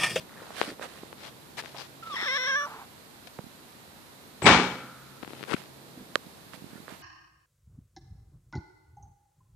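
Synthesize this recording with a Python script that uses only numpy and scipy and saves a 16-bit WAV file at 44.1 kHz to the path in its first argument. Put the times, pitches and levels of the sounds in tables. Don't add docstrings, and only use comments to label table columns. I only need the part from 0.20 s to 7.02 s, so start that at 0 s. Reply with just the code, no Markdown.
import sys
import numpy as np
from scipy import signal
from scipy.fft import rfft, irfft
from scipy.io import wavfile
from scipy.ndimage import uniform_filter1d

SR = 44100
rng = np.random.default_rng(int(sys.argv[2]) if len(sys.argv) > 2 else 0)


def persist_wave(psi):
    counts = np.round(np.clip(psi, -1, 1) * 32767).astype(np.int16)
    wavfile.write(sys.argv[1], SR, np.atleast_2d(counts).T)


def volts(x):
    e = np.asarray(x, float) / 20
    return 10 ** e


N = 300762

# (start [s], effort [dB], pitch [Hz], final effort [dB], final pitch [Hz])
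WARBLE = [(2.062, -34, 595, -32.5, 503), (2.093, -33.5, 500, -33, 540), (2.13, -33, 540, -30, 575),
          (2.177, -35, 512, -35.5, 500), (2.212, -35.5, 500, -34, 524), (2.245, -35, 500, -31, 543),
          (2.282, -30.5, 546, -28.5, 558), (2.312, -30, 535, -28, 529), (2.356, -26, 560, -29, 584),
          (2.378, -30, 582, -32, 574), (2.41, -32, 578, -33, 590), (2.435, -33, 586, -34, 577)]


def evened(x):
    return x / np.sqrt(np.mean(x ** 2) + 1e-20)


def levelled(x):
    return x / np.sqrt(uniform_filter1d(x ** 2, size=700) + 1e-9)


def uneven(count, size):
    return evened(uniform_filter1d(rng.standard_normal(count), size=size))


def read(points, count):
    f_hz, value = np.transpose(points)
    return np.interp(np.log(np.fft.rfftfreq(count, 1 / SR) + 1), np.log(f_hz + 1), value)


def curve(rows):
    s, *columns = np.transpose(rows)
    t = np.arange(s[0], s[-1], 1 / SR)
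    return s[0], [np.interp(t, s, c) for c in columns]


def add(mix, s, sound):
    part = mix[..., round(s * SR):][..., :sound.shape[-1]]
    part += sound[..., :part.shape[-1]]


def resonate(x, hz, width_hz):
    turn = np.exp(2j * np.pi * np.cumsum(hz * np.ones(len(x))) / SR)
    r = np.exp(-np.pi * width_hz / SR)
    return 2 * (turn * signal.lfilter([1 - r], [1, -r], x / turn + 1e-18)).real


def steep(x, hz, width_hz):
    return resonate(resonate(resonate(x, hz, width_hz), hz, width_hz), hz, width_hz)


def band(x, lo_hz, hi_hz):
    sos = signal.butter(2, [lo_hz, min(hi_hz, SR / 2.2)], "bandpass", fs=SR, output="sos")
    return evened(signal.sosfilt(sos, x))


def panned(x, lr_db):
    left = 2 / (1 + volts(-np.clip(lr_db, -24, 24)))
    return np.array([left * x, (2 - left) * x])


def field(colour, same, balance, count):
    a, b = rfft(rng.standard_normal((2, count)))
    c = np.clip(read(same, count), -1, 1)
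    half = volts(read(balance, count) / 2)
    z = np.array([a * half, (c * a + np.sqrt(1 - c ** 2) * b) / half]) * volts(read(colour, count))
    z /= np.sqrt(half ** 2 + half ** -2. + 2 * c)
    x = irfft(z, count)
    return x / np.sqrt(np.mean(x.mean(0) ** 2))


def garden():
    # (frequency [Hz], density [dB per Hz])
    air = [(15, -56), (25, -34), (66, -9), (213, -3.5), (415, -11), (450, -14.5), (488, -12.5),
           (621, -12.5), (952, -11), (1120, -13.5), (3010, -19.5), (4040, -16), (5720, -23.5),
           (13800, -23.5), (15000, -26)]
    # (frequency [Hz], port likeness [-1..1])
    air_same = [(60, 0.31), (180, 0.67), (550, 0.27), (1650, -0.12), (4970, 0.047), (15000, -0.1)]
    # (frequency [Hz], L-R [dB])
    air_lr = [(60, 1), (110, 2), (200, 3), (380, -2), (700, -1), (1290, -3.5), (2380, -2.0), (4400, -8),
              (8120, -5.5), (15000, -5.5)]
    # (time [s], level [dB])
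    rumble = [
        [(0.0, -51), (3.77, -57.5), (4.2, -56)],
        [(4.7, -63), (5.15, -50), (6.82, -55.5)],
    ]
    # (time [s], level [dB])
    drone = [
        [(0.9, -71.5), (1.65, -60), (2.0, -73)],
        [(4.55, -62.5), (5.404, -62), (5.85, -64)],
    ]

    out = volts(-53.5) * field(air, air_same, air_lr, N)
    s, (db,) = curve(sum(rumble, []))
    gusts = rng.standard_normal((3, len(db)))
    lumps = volts(0.41 * uneven(len(db), 900))
    ports = np.array([band(gusts[0] + 1.13 * g, 119, 543) for g in gusts[1:]])
    add(out, s, volts(db - 3.5) * lumps * ports)
    for rows in drone:
        s, (db,) = curve(rows)
        engine_hz = 134 + 1.64 * uneven(len(db), 4000)
        add(out, s, volts(db + 6.0) * np.sin(2 * np.pi * np.cumsum(engine_hz) / SR))
    return out


def scuffs():
    # (peak [s], rise [s], fall [s], level [dB], L-R [dB])
    shoes = [(0.004, 0.0033, 0.033, -49, 8), (1.068, 0.1, 0.038, -42.5, 7), (1.39, 0.021, 0.028, -32.5, 9),
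             (1.455, 0.047, 0.11, -47.5, 5), (1.594, 0.05, 0.081, -41.5, 10),
             (3.073, 0.0049, 0.011, -44, 20)]
    # (peak [s], rise [s], fall [s], level [dB], L-R [dB])
    slides = [(0.407, 0.073, 0.046, -36.5, -13), (.45, 0.034, 0.1, -39.5, -0.5),
              (0.698, 0.048, 0.25, -50, -10), (5.16, 0.17, 0.31, -51.5, 7),
              (5.372, 0.024, 0.076, -46.5, -11), (6.345, 0.022, 0.027, -47.5, -27)]
    # (peak [s], rise [s], fall [s], level [dB], L-R [dB])
    rubs = [(.13, 0.11, 0.16, -67, 11), (.31, 0.17, 0.074, -52, -2), (.635, 0.03, 0.041, -43, -9),
            (5.335, 0.064, 0.016, -41, 45), (6.7, 0.019, 0.084, -52.5, -23)]
    # (low part [dB], top part [dB], top edge [Hz], roundness of the swell [power])
    strokes = [
        (0, -17, 10800, 1.2),
        (0, -9, 9900, 1.68),
        (7, -8, 9100, 2.4),
    ]
    edge_db = -13.5

    out = np.zeros((2, N))
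    for rows, (low_db, top_db, top_hz, roundness) in zip((shoes, slides, rubs), strokes):
        for peak_s, rise_s, fall_s, peak_db, lr_db in rows:
            s, (away,) = curve([(max(peak_s - rise_s, 0), 1), (peak_s, 0), (peak_s + fall_s, 1)])
            count = len(away)
            grit = rng.standard_normal((3, SR // 2))[:, :count]
            grit = grit * volts(3.3 * np.minimum(rng.exponential(1, SR // 2), 5))[:count]
            grit = grit * volts(1.6 * uneven(SR // 2, 200))[:count]
            shared, apart = grit[0], 6.5 * grit[1:]
            body = np.array([band(shared + a, 1280, 4660) + volts(top_db) * band(a, 4100, top_hz)
                             for a in apart])
            sole = volts(low_db) * band(shared + 0.24 * apart, 395, 1780)
            swell = volts(peak_db + edge_db * away ** roundness) * signal.windows.tukey(count, .1)
            body = panned(0.85, lr_db)[:, None] * body
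            sole = panned(0.72, .5 * lr_db)[:, None] * sole
            add(out, s, swell * (body + sole))
    return out


def strap():
    # (start [s], end [s], peak level [dB])
    creaks = [(0.08, 0.226, -36.5), (0.667, 0.797, -41), (6.492, 6.58, -45), (6.694, 6.758, -54)]
    slips_per_s, ring_hz, t60_s = 100, 1550, 0.011

    out, t = np.zeros((2, N)), np.arange(800) / SR
    for start_s, end_s, db in creaks:
        chance = rng.random((40, 3))
        times = start_s + np.cumsum(.5 + chance[:, 0]) / slips_per_s
        for s, (_, size, tune) in zip(times[times < end_s], chance):
            ring = volts(-60 * t / t60_s) * np.sin(2 * np.pi * ring_hz * (0.617 + 0.64 * tune) * t)
            slip_db = db - 6.6 * size - 5 * (end_s - s) / (end_s - start_s)
            add(out, s, panned(volts(slip_db) * ring, 1.8))
    return out


def handling():
    # (time [s], peak [dB], ring [Hz], low bump relative [dB])
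    left_ticks = [(0.4146, -8.5, 880, 2), (0.43, -23, 1610, -1), (0.4392, -28, 775, 3),
                  (0.9287, -30.5, 930, 4), (1.3832, -29, 2480, -28), (1.424, -35, 1959, 2),
                  (1.438, -33.5, 710, 1), (1.447, -33, 1141, 4), (1.459, -28.5, 1820, -3),
                  (1.61, -31, 980, 0), (2.0828, -24, 1680, -22), (2.049, -26, 1800, -22),
                  (2.164, -30, 2500, -20), (2.279, -31, 1800, -20), (1.566, -32, 3030, -20),
                  (1.586, -34, 2500, -20), (4.265, -1, 940, -8), (4.264, -22, 2040, -12),
                  (4.2685, -3, 1950, -21), (4.2688, -2, 940, -12), (4.281, -18, 1510, -9)]
    # (time [s], peak [dB], ring [Hz], low
    # bump relative [dB])
    middle_ticks = [(0.3054, -24.5, 745, -12), (0.5959, -23.5, 750, -1), (0.613, -26, 890, 5),
                    (0.6565, -36.5, 1260, 4), (0.8347, -29, 710, -14), (1.395, -29, 1950, -31),
                    (1.5464, -25.5, 800, -3), (3.1886, -21.5, 890, 1), (1.873, -35, 1500, -1),
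                    (1.9, -36, 1200, -3), (1.94, -34, 1500, -2), (1.946, -28.5, 2200, -5)]
    # (time [s], peak [dB], ring [Hz], low bump relative [dB])
    right_ticks = [(0.6254, -26, 1770, -15), (5.4185, -35, 710, -19), (6.335, -30.5, 1350, -19)]
    # (time [s], peak [dB], ring [Hz], low bump relative [dB])
    regrip = [(5.0292, -28.5, 880, 7), (5.033, -29, 714, 10), (5.0474, -29.5, 900, -14),
              (5.077, -30.5, 836, 7), (5.095, -39, 1500, -5), (5.1058, -35, 900, 9),
              (5.1336, -30.5, 710, 6.5), (5.151, -39, 1500, -5), (5.166, -39, 1200, -5),
              (5.194, -38, 1500, -5), (5.209, -34, 695, 9), (5.218, -38, 1500, -5),
              (5.2287, -25.5, 1690, 5), (5.238, -23.5, 1340, 0), (5.25, -38, 1500, -5),
              (5.284, -39, 900, 13), (5.2922, -32, 1500, 4), (5.2964, -28, 1400, -4), (5.301, -34, 900, 7),
              (5.308, -36, 700, 12), (5.3122, -24, 2000, 6), (5.314, -24.5, 1500, 7),
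              (5.321, -20, 900, 5.5), (5.3234, -30, 1600, -2), (5.329, -34, 1800, -4),
              (5.3318, -25, 3180, 2), (5.3384, -15, 1550, 0), (5.3412, -40, 2600, -4),
              (5.383, -39, 2400, -5), (5.407, -50, 2400, -5), (5.439, -38, 900, 0), (5.458, -40, 2400, -10)]
    # (L-R [dB], t60 [s], low bump [Hz])
    spots = [
        (21.5, 0.0064, 480),
        (-5.5, 0.009, 537),
        (-17.5, 0.0077, 890),
        (23, 0.0063, 340),
    ]
    # (time [s], peak [dB], pitch [Hz],
    # L-R [dB])
    bumps = [(0.201, -47, 342, 10), (0.219, -33.5, 474, 14), (0.478, -24.5, 292, -7), (0.832, -29, 300, -3),
             (1.843, -62, 333.8, -6), (1.939, -32.5, 330, 23), (2.026, -28.5, 374, 28),
             (3.191, -24, 153, -24), (3.24, -32.5, 176, -21), (3.266, -34.5, 210, -19),
             (4.222, -32, 480, -5), (4.225, -22, 427, -2.0), (4.243, -18, 328, -1), (4.25, -14, 187, -1.5),
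             (5.3421, -11.5, 234, 26.0), (5.773, -40, 248, -3), (5.797, -39, 232, -3),
             (5.901, -37, 197, -2), (6.265, -38, 132, -6), (6.503, -37, 148, -8)]
    # (time [s], peak [dB])
    tremor = [(6.067, -33), (6.342, -38), (6.375, -36.5), (6.421, -33), (6.442, -29.5), (6.464, -35),
              (6.531, -33.5), (6.556, -31.5), (6.58, -37), (6.602, -34.5), (6.628, -40), (6.722, -32)]

    out, t = np.zeros((2, N)), np.arange(1600) / SR
    for rows, (lr_db, t60_s, low_hz) in zip((left_ticks, middle_ticks, right_ticks, regrip), spots):
        for s, db, hz, low_db in rows:
            top_hz = 0.35 * hz + 170 * abs(lr_db)
            sweep_hz = 0.8 * hz + top_hz * np.exp(-t / 0.00025)
            ring = -volts(-60 * t / t60_s) * (1 - np.exp(-t * top_hz * 4))
            ring = ring * np.sin(2 * np.pi * np.cumsum(sweep_hz) / SR)
            low = -volts(low_db - 60 * t / (1.27 * t60_s)) * (1 - np.exp(-t / 0.0008))
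            low = low * np.sin(2 * np.pi * low_hz * t)
            add(out, s, panned(volts(db - 0.5) * ring, lr_db) + panned(volts(db) * low, 1.7 * lr_db))
    swell = (t / 0.0018) * np.exp(1 - t / 0.0012)
    for s, db, hz, lr_db in bumps + [(s, db, 210, -38) for s, db in tremor]:
        add(out, s, panned(volts(db) * swell * np.sin(2 * np.pi * hz * t), lr_db))
    return signal.sosfilt(signal.butter(2, [130, 5200], "bandpass", fs=SR, output="sos"), out)


def hollows():
    # (start [s], end [s], resonance [Hz], level [dB], L-R [dB])
    strokes = [(0.353, .42, 3900, -51, -4), (0.357, 0.43, 1500, -47, 0), (0.453, .515, 1650, -48.5, -5),
               (0.458, 0.517, 4600, -52, 16), (0.475, 0.536, 323, -43.5, -3), (.61, 0.663, 1440, -47, -8),
               (1.374, 1.41, 8600, -56, 10), (1.375, 1.402, 1790, -43, -3), (1.541, 1.608, 850, -49, -3),
               (1.566, 1.629, 4670, -49.5, 23), (5.3328, 5.337, 1150, -27.5, 19),
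               (5.346, 5.353, 2380, -40, 11), (5.364, 5.369, 1810, -41.5, 11), (5.772, 5.836, 230, -46, -3),
               (6.498, 6.594, 1510, -60.5, -14), (6.683, 6.753, 1650, -56.5, -23)]

    out = np.zeros((2, N))
    for start_s, end_s, hz, db, lr_db in strokes:
        noise, clumps = rng.standard_normal((2, SR // 5))[:, :round((end_s - start_s) * SR)]
        width_hz = hz / 2.8 + 140
        grit = noise * volts(3 * evened(uniform_filter1d(clumps, size=150)))
        sung = evened(resonate(resonate(grit, hz, width_hz), hz, width_hz))
        add(out, start_s, panned(volts(db) * signal.windows.tukey(len(grit), .25) * sung, lr_db))
    return out


def glides():
    slip_s, last_s, release_s = .005, 2.456, .016
    ends_s = [row[0] - slip_s for row in WARBLE[1:]] + [last_s]
    rows = []
    for (s, db, hz, last_db, last_hz), end_s in zip(WARBLE, ends_s):
        rows += [(s, db, hz), (end_s, last_db, last_hz)]
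    return rows + [(last_s + release_s, -56, 600)]


def mew():
    # (time [s], effort [dB], pitch [Hz])
    squeak = [(1.822, -55, 1345), (1.832, -39.5, 1343), (1.851, -50, 1296), (1.872, -40, 1348),
              (1.895, -45, 1305), (1.905, -40, 1253), (1.93, -37, 1146), (1.956, -39, 1077),
              (1.96, -34, 986.5), (1.972, -36.5, 894)]
    # (time [s], effort [dB], pitch [Hz])
    creak = [(1.976, -38, 259.3), (1.99, -38, 180.7), (2.008, -36.5, 188.2), (2.015, -36.5, 240.6),
             (2.035, -34.5, 235.4), (2.056, -38, 206.4)]
    # (time [s], roughness [0..1])
    roughness = [(1.82, .01), (1.95, .025), (1.99, .36), (2.054, .38), (2.066, .12), (2.1, .04),
                 (2.19, .05), (2.25, .04), (2.29, .028), (2.36, .015), (2.41, .024), (2.47, .015)]
    # (time [s], mouth resonance [Hz], brightness [dB])
    jaw = [(1.885, 1290, -35), (1.905, 1220, -15), (1.956, 1120, -5), (1.961, 1880, -9), (2.03, 1900, -7),
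           (2.051, 1520, -4.5), (2.07, 1875, -7.5), (2.25, 1783, -6), (2.309, 1728, -13.5),
           (2.361, 1640, -18.5), (2.409, 1489, -16), (2.472, 1100, -22.5)]
    # (time [s], second resonance [Hz])
    tongue = [(1.9, 3700), (1.955, 3160), (1.97, 3460), (2.249, 3510), (2.3, 3300), (2.36, 3300),
              (2.399, 3226), (2.45, 2970)]
    # (resonance [Hz], width [Hz], level [dB], shift as the jaw closes [Hz])
    throat = [
        (1244, 614, -3.5, 24),
        (5360, 620, 0, 380),
    ]

    s, (effort_db, hz) = curve(squeak + creak + glides())
    count = len(hz)
    t = s + np.arange(count) / SR
    at_s, mouth_hz, bright_db = np.transpose(jaw)
    mouth_hz = uniform_filter1d(np.interp(t, at_s, mouth_hz), size=900)
    second_db = np.interp(t, at_s, bright_db)
    closing = np.linspace(-.25, 1, count)

    rough = np.interp(t, *np.transpose(roughness))
    for row in WARBLE[3:7]:
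        rough += .04 * np.exp(-((t - row[0]) / .005) ** 2)
    wobble, shimmer = uneven(count, 150), uneven(count, 150)
    turns = np.cumsum(hz * np.clip(1 + .42 * rough * wobble, .3, 2)) / SR

    even = volts(-26 * np.clip((hz - 1040) / 90, 0, 1))
    folds = np.zeros(count)
    for k in range(1, 45):
        folds += np.cos(2 * np.pi * k * turns) * (k * hz < 9000) * (1 if k in (1, 3) else even)
    folds *= np.sqrt(hz / 500) * volts(1.3 * rough * shimmer)
    puff = .3 + rough + np.exp(-(turns % 1) / .4)
    folds += 5.5 * rough ** .75 * puff * rng.standard_normal(count)
    hazy = folds + (hz < 900) * rng.standard_normal(count)

    low, third = (volts(db) * steep(hazy if f_hz > 2000 else folds, f_hz + shift_hz * closing, width_hz)
                  for f_hz, width_hz, db, shift_hz in throat)
    second = steep(hazy, np.interp(t, *np.transpose(tongue)), 1080)
    fry = rough * resonate(folds, 810, 400)
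    voice = levelled(steep(folds, mouth_hz, 610) - low + fry)
    voice = voice + volts(second_db) * levelled(second)
    third_db = second_db - 5.5 + 8 * closing
    voice -= np.clip((closing + 0.09) / 0.065, 0, 1) * volts(third_db) * levelled(third)
    voice -= 0.35 * resonate(voice, 2920, 350)
    teeth = band(rng.standard_normal(count), 830, 4600)
    voice += volts(-12.5) * teeth * np.clip(1 - closing, 0, 1)

    chest_hz, chest_db = 560, -46.5
    steady = uniform_filter1d(1. * (abs(hz - chest_hz) < 100) * (rough < .3), size=400)
    chest = volts(chest_db) * np.sqrt(2) * steady * np.cos(2 * np.pi * turns)
    return s, (volts(effort_db) * voice + chest) * signal.windows.tukey(count, .02)


def cat():
    # (delay [s], level [dB])
    paving = [(.0011, -46), (.0027, -57), (.0063, -26)]
    # (time [s], level [dB], pitch [Hz])
    pant = [(2.455, -44.5, 446), (2.52, -44.5, 452), (2.626, -48.5, 430), (2.66, -60, 410)]
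    # (multiple of the flutter [1], level [dB], width [Hz])
    nose = [(1, -6.5, 33), (2, 7, 170), (3, -12, 136)]
    # (frequency [Hz], L-R [dB])
    cat_lr = [(60, 6), (110, 0.5), (200, -2), (380, -6), (700, 0.5), (1290, -4.5), (2380, 2.0), (4400, 46),
              (8120, 7), (15000, -34)]
    # (frequency [Hz], L-R phase [rad])
    cat_phase = [(100, -1), (1380, 1), (1980, 2), (3530, 3), (5680, 5)]

    x = np.zeros(N)
    add(x, *mew())
    start_s, end_s = 2.375, 2.5
    count = round((end_s - start_s) * SR)
    hoarse = evened(steep(rng.standard_normal(count), 1392, 260))
    add(x, start_s, volts(-42.5) * np.hanning(count) * hoarse)
    direct = x.copy()
    for delay_s, db in paving:
        add(x, delay_s, volts(db) * direct)

    s, (db, hz) = curve(pant)
    air = rng.standard_normal(len(db))
    flutter = sum(volts(d) * evened(resonate(air, k * hz, width_hz)) for k, d, width_hz in nose)
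    haze = volts(4) * evened(steep(air, 1120, 750))
    add(x, s, volts(db) * evened(flutter + haze))

    ratio = volts(read(cat_lr, N)) * np.exp(1j * read(cat_phase, N))
    right = 2 * rfft(x) / (1 + ratio)
    return irfft(np.array([ratio * right, right]), N)


def door():
    # (time [s], bang [dB], panel kick [dB])
    blows = [(4.2187, -35.5, -26), (4.241, -38, -15), (4.256, -18.5, -36), (4.264, -13, -30),
             (4.28, -21, -7), (4.31, -19, -17)]
    # (frequency [Hz], density [dB per Hz])
    bang_colour = [(24, -41), (60, -10), (102, -14), (174, -8), (308, -7), (420, -4), (560, -10), (884, -6),
                   (1040, -6), (1140, -6.5), (3420, -15.5), (6650, -28), (9600, -39.5), (12500, -76),
                   (21100, -120)]
    # (frequency [Hz], port likeness [-1..1])
    door_same = [(60, 0.95), (180, 0.94), (550, 0.97), (1650, 0.65), (4970, -0.66), (15000, 0.38)]
    # (frequency [Hz], L-R [dB])
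    door_lr = [(60, -2), (110, -7), (200, 0), (380, -1.5), (700, -1), (1290, 2), (2380, 15.5), (4400, 21),
               (8120, 40), (15000, -26)]
    # (frequency [Hz], level [dB])
    panel = [(131.4, -17), (182, -8), (247.6, -15), (306, -12), (365, -10), (477, -21), (517, -20),
             (723, -21), (834.4, -14), (899, -20), (1021, -13), (1248, -30), (1767, -23), (2273, -15)]
    # (frequency [Hz], width [Hz], level [dB], t60 [s])
    alley = [(1350, 160, -36, 1.7), (527, 26, -40, 1.23), (250, 40, -26, 0.85)]
    walls_t60_s, panel_t60_s, panel_db = 0.54, 0.6, -25

    count, first_s = SR, blows[0][0]
    t, power, kicks = np.arange(count) / SR, np.zeros(count), np.zeros(count)
    for s, bang_db, kick_db in blows:
        since_s = np.maximum(t - s + first_s, 0)
        power += (volts(bang_db - 60 * since_s / walls_t60_s) * (1 - np.exp(-since_s / 0.00036))) ** 2
        add(kicks, s - first_s, volts(kick_db) * rng.standard_normal(300) * np.hanning(300))
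    rattle = volts(uneven(count, 120))
    bang = field(bang_colour, door_same, door_lr, count) * np.sqrt(power) * rattle

    whistle = evened(resonate(rng.standard_normal(round(.085 * SR)), 7880, 220))
    whistle = whistle * signal.windows.tukey(len(whistle), .4)
    add(bang, 0, panned(volts(-38.5 - 2 * np.linspace(0, 1, len(whistle))) * whistle, 26))
    for hz, width_hz, db, t60_s in alley:
        linger = evened(resonate(rng.standard_normal(count), hz, width_hz))
        add(bang, .045, panned(volts(db - 60 * t / t60_s) * linger, 0))

    ring = sum(volts(db - 60 * t / panel_t60_s) * np.sin(2 * np.pi * hz * t) for hz, db in panel)
    ring = signal.fftconvolve(kicks, ring)[:count]
    bang += panned(volts(panel_db) * ring / np.sqrt(np.mean(ring[:9000] ** 2)), -3.3)
    return first_s, signal.sosfilt(signal.butter(6, 56, "highpass", fs=SR, output="sos"), bang)


def snap():
    # (time [s], level [dB], treble [dB per octave], L-R [dB])
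    snaps = [
        (5.95604, -14.5, 0, -14.5),
        (6.6802, -35, -23, -15),
    ]
    # (mode [Hz], level [dB], t60 [s])
    catch = [(544, 0.5, 0.011), (1164, -4, 0.015), (1684, 3.5, 0.0064), (3200, 2, 0.0037), (3790, 5, 0.003),
             (5400, -18, 0.002), (7700, -9, 0.0009)]

    out, t = np.zeros((2, N)), np.arange(1200) / SR
    for s, level_db, tilt_db, lr_db in snaps:
        for k, (hz, db, t60_s) in enumerate(catch):
            since_s = np.maximum(t - 0.00103 * (500 / hz) ** .745, 0)
            sign = (-1) ** k if hz < 2300 else -1
            mode_db = level_db + db + tilt_db * max(np.log2(hz / 1700), 0)
            ring = sign * volts(mode_db - 60 * since_s / t60_s) * np.sin(2 * np.pi * hz * since_s)
            add(out, s, panned(ring, lr_db))
    return signal.sosfilt(signal.butter(2, 150, "highpass", fs=SR, output="sos"), out)


def scene():
    mix = garden() + scuffs() + strap() + handling() + hollows() + cat() + snap()
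    add(mix, *door())
    return mix


def top_cut(x):
    return signal.sosfilt(signal.butter(12, 17000, fs=SR, output="sos"), x)


def record(dry):
    lowpass = signal.firwin(401, 14650, window=("kaiser", 8), fs=SR)
    x = signal.oaconvolve(np.clip(dry, -1, 1), lowpass[None], "same")
    top = signal.sosfiltfilt(signal.butter(8, 10300, "highpass", fs=SR, output="sos"), x)
    loud_db = 10 * np.log10(abs(uniform_filter1d((x ** 2).mean(0), size=2048)) + 1e-12)
    mix = x - top * np.clip((loud_db + 28) / 10, 0, .8)
    return top_cut(mix)


dry = scene()
out = record(dry)
persist_wave(out)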